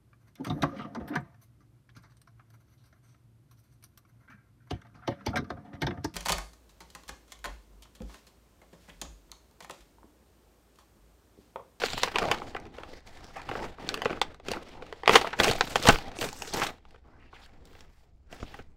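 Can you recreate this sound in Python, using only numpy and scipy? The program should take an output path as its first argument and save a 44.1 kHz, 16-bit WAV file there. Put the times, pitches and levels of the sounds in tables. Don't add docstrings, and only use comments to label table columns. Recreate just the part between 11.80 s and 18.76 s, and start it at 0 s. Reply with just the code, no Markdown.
import sys
import numpy as np
from scipy import signal
from scipy.fft import rfft, irfft
from scipy.io import wavfile
from scipy.ndimage import uniform_filter1d

SR = 44100
rng = np.random.default_rng(int(sys.argv[2]) if len(sys.argv) > 2 else 0)


def natural_amplitude(level_db):
    exponent = np.asarray(level_db, float) / 20
    return 10 ** exponent


def bounce(signal):
    frames = np.transpose(np.atleast_2d(signal))
    limited = np.clip(frames, -1, 1)
    pcm = np.round(limited * 32767).astype(np.int16)
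    wavfile.write(sys.argv[1], SR, pcm)


N = 306936

# pitch in Hz, relative strength in dB,
# time in seconds to die by 60 dB when no hand damps it.
SHEET_MODES = [(316, -12, 0.02), (365, -4.5, 0.023), (504, -3.5, 0.018), (736.5, -7, 0.031),
               (810, -9, 0.028), (1177, 5.5, 0.0068), (1490, 6.5, 0.0063), (1954, 3, 0.0089),
               (2310, 9.5, 0.0039), (3000, 12, 0.0029), (3574, 8, 0.0032), (4550, 1, 0.0037),
               (5260, -1.5, 0.0039), (6300, 2.5, 0.0011), (7260, -7.5, 0.006), (7720, -2.5, 0.00089),
               (10100, -25, 0.001), (12600, -30.5, 0.0012), (15000, -21.5, 0.0015)]
# time in seconds, level in dB.
DESK_JOLTS = [(0.143, -45), (1.698, -48), (3.702, -37.5), (4.087, -22.5), (4.419, -46), (4.83, -54),
              (6.529, -57), (6.629, -46), (6.743, -57), (6.799, -53)]


def rms_one(x):
    return x / np.sqrt(np.mean(x ** 2) + 1e-20)


def drift(rate):
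    knots = rng.standard_normal(int(N / SR * 200) + 9)
    return np.interp(np.arange(N) / SR * min(rate, 199), np.arange(len(knots)), knots)


def steady(x):
    return x / np.sqrt(uniform_filter1d(x ** 2, size=12000) + 1e-20)


def ring(x, hz, t60):
    r = natural_amplitude(-60 / (max(t60, .001) * SR))
    w = 2 * np.pi * hz / SR
    return signal.lfilter([0, np.sin(w)], [1, -2 * r * np.cos(w), r * r], x + 1e-18)


def swell(start, end, rise, fall):
    t = np.arange(0, N + 64, 64) / SR
    before = np.maximum(start[:, None] - t, 0)
    after = np.maximum(t - end[:, None], 0)
    return -rise * before - fall * after


def summed(rows_db, rest_db):
    power = (natural_amplitude(rows_db) ** 2).sum(axis=0) + natural_amplitude(rest_db) ** 2
    return np.interp(np.arange(N) / 64, np.arange(len(power)), 10 * np.log10(power))


def room(x):
    t60_s, first_echo_s = .15, .004
    t = np.arange(SR // 3) / SR
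    echoes = rng.standard_normal(len(t)) * natural_amplitude(-60 * t / t60_s) * (t > first_echo_s)
    echoes = signal.lfilter([1], [1, -.3], echoes)
    return signal.fftconvolve(x, echoes / np.sqrt(np.sum(echoes ** 2)))[:N]


def rumble(low_db, lumpy_db):
    rumble_db, follows = -51.5, 0.3
    drone_hz, drone_t60_s, drone_db = 65, 0.068, -60.5
    jolt_rise_db_per_s, jolt_fall_db_per_s = 409.5, 143.5
    # frequency in Hz, relative level in dB per Hz.
    tone_rows = [(6, -8.5), (14, 5), (32, -12), (62, -11.5), (110, -14.5), (300, -27.5), (450, -50)]
    tone_hz, tone_db = np.transpose(tone_rows)
    hz = np.maximum(np.fft.rfftfreq(N, 1 / SR), 1)
    colour = natural_amplitude(np.interp(np.log(hz), np.log(tone_hz), tone_db))
    low = irfft(rfft(rng.standard_normal(N)) * colour * (hz < 450), N)
    s, db = np.transpose(DESK_JOLTS)
    jolts_db = summed(db[:, None] + swell(s, s, jolt_rise_db_per_s, jolt_fall_db_per_s), -120)
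    level = natural_amplitude(rumble_db + follows * (low_db - low_db.mean())) + natural_amplitude(jolts_db)
    drone = ring(ring(rng.standard_normal(N), drone_hz, drone_t60_s), drone_hz, drone_t60_s)
    return rms_one(low * natural_amplitude(lumpy_db * drift(36))) * level + natural_amplitude(drone_db) * rms_one(drone)


def knocks():
    # pitch in Hz, relative strength in dB, time in seconds to die by 60 dB.
    desk_modes = [(130, 10, 0.064), (193, 0, 0.062), (260, 18, 0.025)]
    s, jolt_db = np.transpose(DESK_JOLTS)
    blows = np.zeros(N)
    blows[(s * SR).astype(int)] = natural_amplitude(jolt_db)
    soft = np.exp(-2 * np.pi * 300 / SR)
    blows = signal.lfilter([1 - soft], [1, -soft], blows + 1e-18)
    return sum(natural_amplitude(db) * ring(blows, hz, t60) for hz, db, t60 in desk_modes)


def handling():
    rise_db_per_s, fall_db_per_s, sag_db_per_s = 502.5, 192, 5
    steepness = [1, 1, 1.6]
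    # start in seconds, hold in seconds,
    # level near 3.2 kHz in dB, level near 600 Hz against it in dB, level near 9 kHz against it in dB.
    stroke_rows = [(0.0, 0.29, -43.5, -4.5, -13.5), (0.356, 0.18, -44.5, 4.5, -26),
                   (0.58, .13, -56, 8, -17), (0.758, 0.11, -61, 11, -39), (0.945, 0.23, -61.5, 5.5, -18.5),
                   (1.268, 0.46, -60.5, 2.5, -15), (1.569, 0.046, -53.5, 2.5, -22),
                   (1.684, 0.2, -51.5, 6, -20), (2.002, 0.19, -54.5, 8, -25), (2.234, 0.12, -54, 9.5, -27),
                   (2.426, 0.075, -60, 7, -45), (2.669, 0.086, -53.5, 7, -13.5),
                   (2.826, 0.82, -60.5, 4, -25.5), (3.311, 0.056, -31, -1.5, -11.5),
                   (3.386, 0.062, -45, 4.5, -31), (3.599, 0.094, -38.5, 7.5, -6),
                   (3.715, 0.47, -48.5, 3, -8.5), (4.049, 0.067, -36, -0.5, -9.5),
                   (4.164, 0.2, -53.5, 5.5, -38), (4.413, 0.029, -43.5, 1.5, -2.5),
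                   (4.5, 0.36, -54, 1.5, -8.5), (4.744, 0.097, -43.5, 5.5, -8), (4.894, 0.045, -71, 3, -25),
                   (5.055, 0.08, -74, 4, -24), (5.119, 0.023, -74, 6, -26), (5.246, 0.35, -80.5, 13, -51),
                   (5.54, 0.046, -65.5, -4, -22), (5.603, 0.046, -64, -5.5, -12),
                   (5.698, 0.19, -75, 9.5, -21), (5.876, 0.17, -68, 4.5, -11.5),
                   (6.095, 0.14, -79, -3, -3.5), (6.515, 0.27, -62.5, 3.5, -12)]
    # levels near 600 Hz, 3.2 kHz and 9 kHz in dB.
    still_db = [-77, -85, -97]
    s, hold, db, body_db, treble_db = np.transpose(stroke_rows)
    shape = swell(s, s + hold, rise_db_per_s, fall_db_per_s) + swell(s, s, 0, sag_db_per_s)
    return [summed((db + more)[:, None] + shape * steep, rest)
            for more, steep, rest in zip([body_db, 0, treble_db], steepness, still_db)]


def rustle(levels, per_s, spread_db, clump_db, slide_db, patchy_db, damping):
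    low_db, middle_db, high_db = levels
    effort = np.clip((middle_db + 76) / 25, .45, 1)
    shared = drift(110)
    clumps = [natural_amplitude(clump_db * effort * (.75 * shared + .65 * drift(110))) for _ in range(4)]
    sizes = natural_amplitude(spread_db * np.minimum(rng.exponential(1, N), 5)) * rng.choice([-1, 1], N)
    creases = rms_one(sizes * (rng.random(N) < per_s / SR))
    reach = rng.random(N)
    out = np.zeros(N)
    for k, (hz, db, t60) in enumerate(SHEET_MODES):
        near = abs(reach - k / len(SHEET_MODES)) < .14
        push = creases * near * effort + natural_amplitude(slide_db) * rng.standard_normal(N)
        if hz < 3200:
            up = np.log(hz / 600) / np.log(3200 / 600)
            level_db = low_db + up * (middle_db - low_db)
        else:
            top = np.log(hz / 3200) / np.log(9000 / 3200)
            level_db = middle_db + min(abs(top), 1.1) ** 1.2 * (high_db - middle_db)
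        level_db = level_db - 5.0 + 1.1 * (4000 < hz < 6000) - 5.0 * (9500 < hz < 11500)
        level = natural_amplitude(level_db + patchy_db * drift(11))
        clump = clumps[k * len(clumps) // len(SHEET_MODES)]
        out += steady(ring(push, hz, t60 * damping)) * clump * level * (-1) ** k
    return out


def scrunches():
    rise_s, stop_s, ring_cycles = 0.016, .009, 19
    creases_per_s, clump_db = 4000, 2.0
    # start in seconds, length in seconds, level in dB, first Hz, last Hz.
    scrunch_rows = [(0.028, 0.24, -44, 3570, 3330), (0.408, 0.12, -33.5, 583, 845),
                    (1.553, 0.045, -44.5, 830, 1170), (1.558, 0.047, -51, 2190, 2020),
                    (1.761, 0.089, -39, 700, 780), (3.626, .1, -38.5, 3480, 2950),
                    (4.35, 0.16, -53.5, 7600, 6700), (4.547, 0.3, -53, 6840, 6200),
                    (4.667, 0.096, -43.5, 6000, 3500), (4.809, 0.026, -37, 2200, 1740),
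                    (5.24, 0.22, -65, 1003, 1434), (5.382, 0.11, -65.5, 2310, 2294),
                    (5.532, 0.0355, -54, 3220, 2160), (5.612, 0.041, -57.5, 4560, 3800),
                    (5.896, 0.044, -66.5, 2460, 3840), (6.597, 0.036, -60.5, 5500, 5820),
                    (6.652, 0.045, -58, 3000, 3800)]
    size = 12000
    out = np.zeros(N + SR)
    t = np.arange(size) / SR
    draws = rng.random((len(scrunch_rows), 3, size))
    clumps = natural_amplitude(clump_db * drift(110))
    for (s, length, db, first_hz, last_hz), (born, big, place) in zip(scrunch_rows, draws):
        creases = (born < creases_per_s / SR) * natural_amplitude(-3 * np.log(big + .01)) * np.sign(place - .5)
        along = np.clip(t / length, 0, 1)
        one = 0
        for share in np.linspace(0, 1, 4):
            here = creases * np.maximum(1 - 3 * abs(along - share), 0)
            hz = first_hz * (last_hz / first_hz) ** share
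            for off, sign in [(.82, -1), (1, 0.94), (1.2, -0.92)]:
                one = one + sign * ring(here, hz * off, ring_cycles / hz)
        shape = np.clip(t / rise_s, 0, 1) * np.exp(-np.maximum(t - length, 0) / stop_s)
        at = round(s * SR)
        out[at:at + size] += natural_amplitude(db) * one * shape / np.sqrt(np.mean(one ** 2))
    return out[:N] * clumps


def ticks(middle_db):
    per_s, over_rustle_db, spread_db, loudest_db = 16, 16, 4, -24
    middle_hz, pitch_spread = 1300, 2.5
    middle_treble_db = -13
    draws = rng.random((round(per_s * N / SR), 4))
    s = draws[:, 0] * (N - 1) / SR
    swing = 2 * draws[:, 1:].T - 1
    peak_db = middle_db[(s * SR).astype(int)] + over_rustle_db + spread_db * swing[0]
    peak_db = np.minimum(peak_db, loudest_db)
    return list(zip(s, peak_db, middle_hz * pitch_spread ** swing[1], middle_treble_db + 8 * swing[2]))


def snaps(table, scatter_db, own_db, own_cycles, usual_treble_db, tear_ms, first, uneven, flutter_db):
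    s, peak_db, own_hz, treble_db = np.transpose(table)
    size = 3000
    t = np.arange(size) / SR
    draws = rng.standard_normal((len(s), size + len(SHEET_MODES)))
    tear = draws[:, :size] ** round(uneven) * np.exp(-t / tear_ms * 1000) / uneven
    shiver = draws[:, size - 1::-1] * np.exp(-t / 0.0074)
    tear += natural_amplitude(flutter_db + .2 * peak_db)[:, None] * shiver
    tear[:, 0] = first
    sound = 0
    for k, (hz, db, t60) in enumerate(SHEET_MODES):
        crisp = np.clip(np.log2(hz / 1800) / 2, -.3, 1.3)
        strength = natural_amplitude(db + crisp * (treble_db - usual_treble_db) + scatter_db * draws[:, size + k])
        sound = sound + (-1) ** k * strength[:, None] * ring(tear, hz, t60)
    out = np.zeros(N + size)
    for row, when in enumerate(s):
        dent = ring(tear[row], own_hz[row], own_cycles / own_hz[row])
        one = sound[row] / abs(sound[row]).max() + natural_amplitude(own_db) * dent / abs(dent).max()
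        at = round(when * SR)
        out[at:at + size] += natural_amplitude(peak_db[row]) * one / abs(one).max()
    return out[:N]


def scene():
    # time in seconds, peak in dB, strongest ring in Hz,
    # treble against the peak in dB.
    snap_rows = [(0.036, -12.5, 1280, -25.5), (0.133, -21, 740, -4), (0.233, -6, 1015, -14.5),
                 (0.275, -24, 830, -35), (0.341, -45, 2500, -10), (0.358, -11, 950, -22.5),
                 (0.385, -10.5, 920, -12.5), (0.419, -21, 544, -48), (0.514, -8, 774, -17),
                 (0.618, -24.5, 890, -43), (0.748, -22, 1060, -37), (0.765, -25, 2020, -33),
                 (0.983, -27, 540, -24), (1.034, -32, 1310, -31), (1.713, -22.5, 810, -36),
                 (1.753, -21, 1300, -43), (1.778, -37, 5500, -20), (1.791, -30, 930, -30),
                 (1.984, -34.5, 423, -52), (2.047, -51, 3000, -12), (2.09, -14, 3200, -12),
                 (2.142, -16.5, 1210, -6), (2.175, -24, 450, -19), (2.219, -16, 660, -21),
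                 (2.249, -28, 2500, -9), (2.256, -10.5, 434, -27), (2.297, -24, 710, -29),
                 (2.304, -23, 352, -35), (2.315, -32, 347, -17), (2.329, -21.5, 392, -25),
                 (2.373, -31.5, 526, -39), (2.415, -10, 860, -11), (2.545, -39.5, 3000, -16),
                 (2.599, -38.5, 403, -24), (2.684, -19.5, 393, -14), (2.716, -16, 477, -6),
                 (2.735, -21, 860, -13), (2.769, -26, 327, -53), (3.023, -29.5, 520, -23),
                 (3.126, -25, 424, -19.5), (3.234, -23.5, 780, -31), (3.259, -21, 2030, -25.5),
                 (3.277, 0.5, 685, -18.5), (3.294, -1.5, 438, -32.5), (3.31, -11.5, 483, -20),
                 (3.343, -9, 397, -28), (3.353, -8.5, 470, -19), (3.6, -5, 750, -21),
                 (3.643, -9.5, 850, -8.5), (3.667, -22, 504, -21.5), (3.698, -12, 388, -12.5),
                 (3.712, -12.5, 720, -8.5), (3.734, -21, 1900, -1), (3.762, -25.5, 347, -5),
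                 (3.809, -5, 1050, -20.5), (3.854, -40.5, 7000, 1), (3.874, -30, 3500, -3),
                 (3.921, -35, 6000, -8.5), (3.9565, -6.5, 738, -16.5), (4.026, -24, 5000, 0),
                 (4.044, -30, 700, -3.5), (4.054, -13, 497, -25), (4.068, -15, 930, -12),
                 (4.087, 1, 670, -10), (4.097, -8, 726, -18.5), (4.1, -9, 320, -33.5),
                 (4.107, -17, 457, -25.5), (4.186, -22, 790, -8), (4.388, -24, 337, -6),
                 (4.426, -20, 422, -18), (4.488, -24, 440, -11), (4.529, -28, 850, 21),
                 (4.621, -21.5, 750, 1), (4.847, -21, 747, -18), (5.052, -40.5, 765, -24.5),
                 (5.108, -47.5, 1200, -12), (5.16, -45.5, 1840, -24), (5.854, -45, 5500, 8),
                 (5.952, -41, 2000, -21), (6.007, -40, 4810, -4), (6.527, -30.5, 650, -19.5),
                 (6.628, -29, 577, -35)]
    # time in seconds, peak in dB,
    # strongest ring in Hz, treble against the peak in dB.
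    rip_rows = [(0.017, -20.5, 716, -23), (0.439, -19, 665, -38), (1.561, -35.5, 820, -54),
                (1.689, -25, 810, -23), (1.841, -27, 730, -41), (3.33, -16, 360, -12.5),
                (3.355, 2, 1040, -20), (3.412, -17, 810, -15), (3.445, -18, 650, -41),
                (3.469, -20.5, 660, -43), (3.529, -22, 905, -28), (3.589, -21, 790, -14),
                (3.633, -13, 2580, -6), (3.652, -16.5, 785, -23), (3.679, -11.5, 473, -16),
                (4.072, -10, 855, -14), (4.09, -0.5, 820, -30), (4.124, -21.5, 866, -11),
                (4.138, -22, 472, -28), (4.411, -22.5, 800, -7.5), (4.441, -21.5, 405, -11),
                (4.674, -31.5, 446, 0), (4.736, -19.5, 430, 9), (4.78, -24.5, 500, -14),
                (4.817, -15, 760, -25), (4.834, -20, 780, -3), (4.866, -21, 3400, -10.5),
                (5.143, -44, 504, -30), (5.529, -39, 780, -42), (6.6, -36, 460, -15),
                (6.741, -34, 860, -23), (6.789, -36, 533, -31)]
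    levels = handling()
    colour = dict(scatter_db=2.0, own_cycles=17.0, usual_treble_db=-16.0)
    sheet = snaps(snap_rows + ticks(levels[1]), tear_ms=1.7, first=6.5, uneven=3,
                  own_db=-5.5, flutter_db=-4.0, **colour)
    sheet = sheet + snaps(rip_rows, tear_ms=7.6, first=0.91, uneven=1.1,
                          own_db=-7.0, flutter_db=-11.5, **colour)
    sheet = signal.sosfilt(signal.butter(2, 140, "high", fs=SR, output="sos"), sheet)
    creases = rustle(levels, per_s=500, spread_db=4.0, clump_db=4.5, slide_db=-5.5,
                     patchy_db=4.0, damping=0.55)
    creases = creases + scrunches()
    echoes = natural_amplitude(-19) * room(sheet + creases)
    desk = rumble(levels[0], lumpy_db=3.0) + knocks()
    return (sheet + echoes + creases + desk)[None]


def roll_off(x):
    return signal.sosfilt(signal.butter(12, 16970, fs=SR, output="sos"), x)


def record(dry):
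    rounded = dry / (1 + (abs(dry) / .96) ** 6) ** (1 / 6)
    top_cut = signal.ellip(12, .3, 55, 15780, fs=SR, output="sos")
    mix = signal.sosfilt(top_cut, rounded)
    return roll_off(mix)


dry = scene()
out = record(dry)
bounce(out)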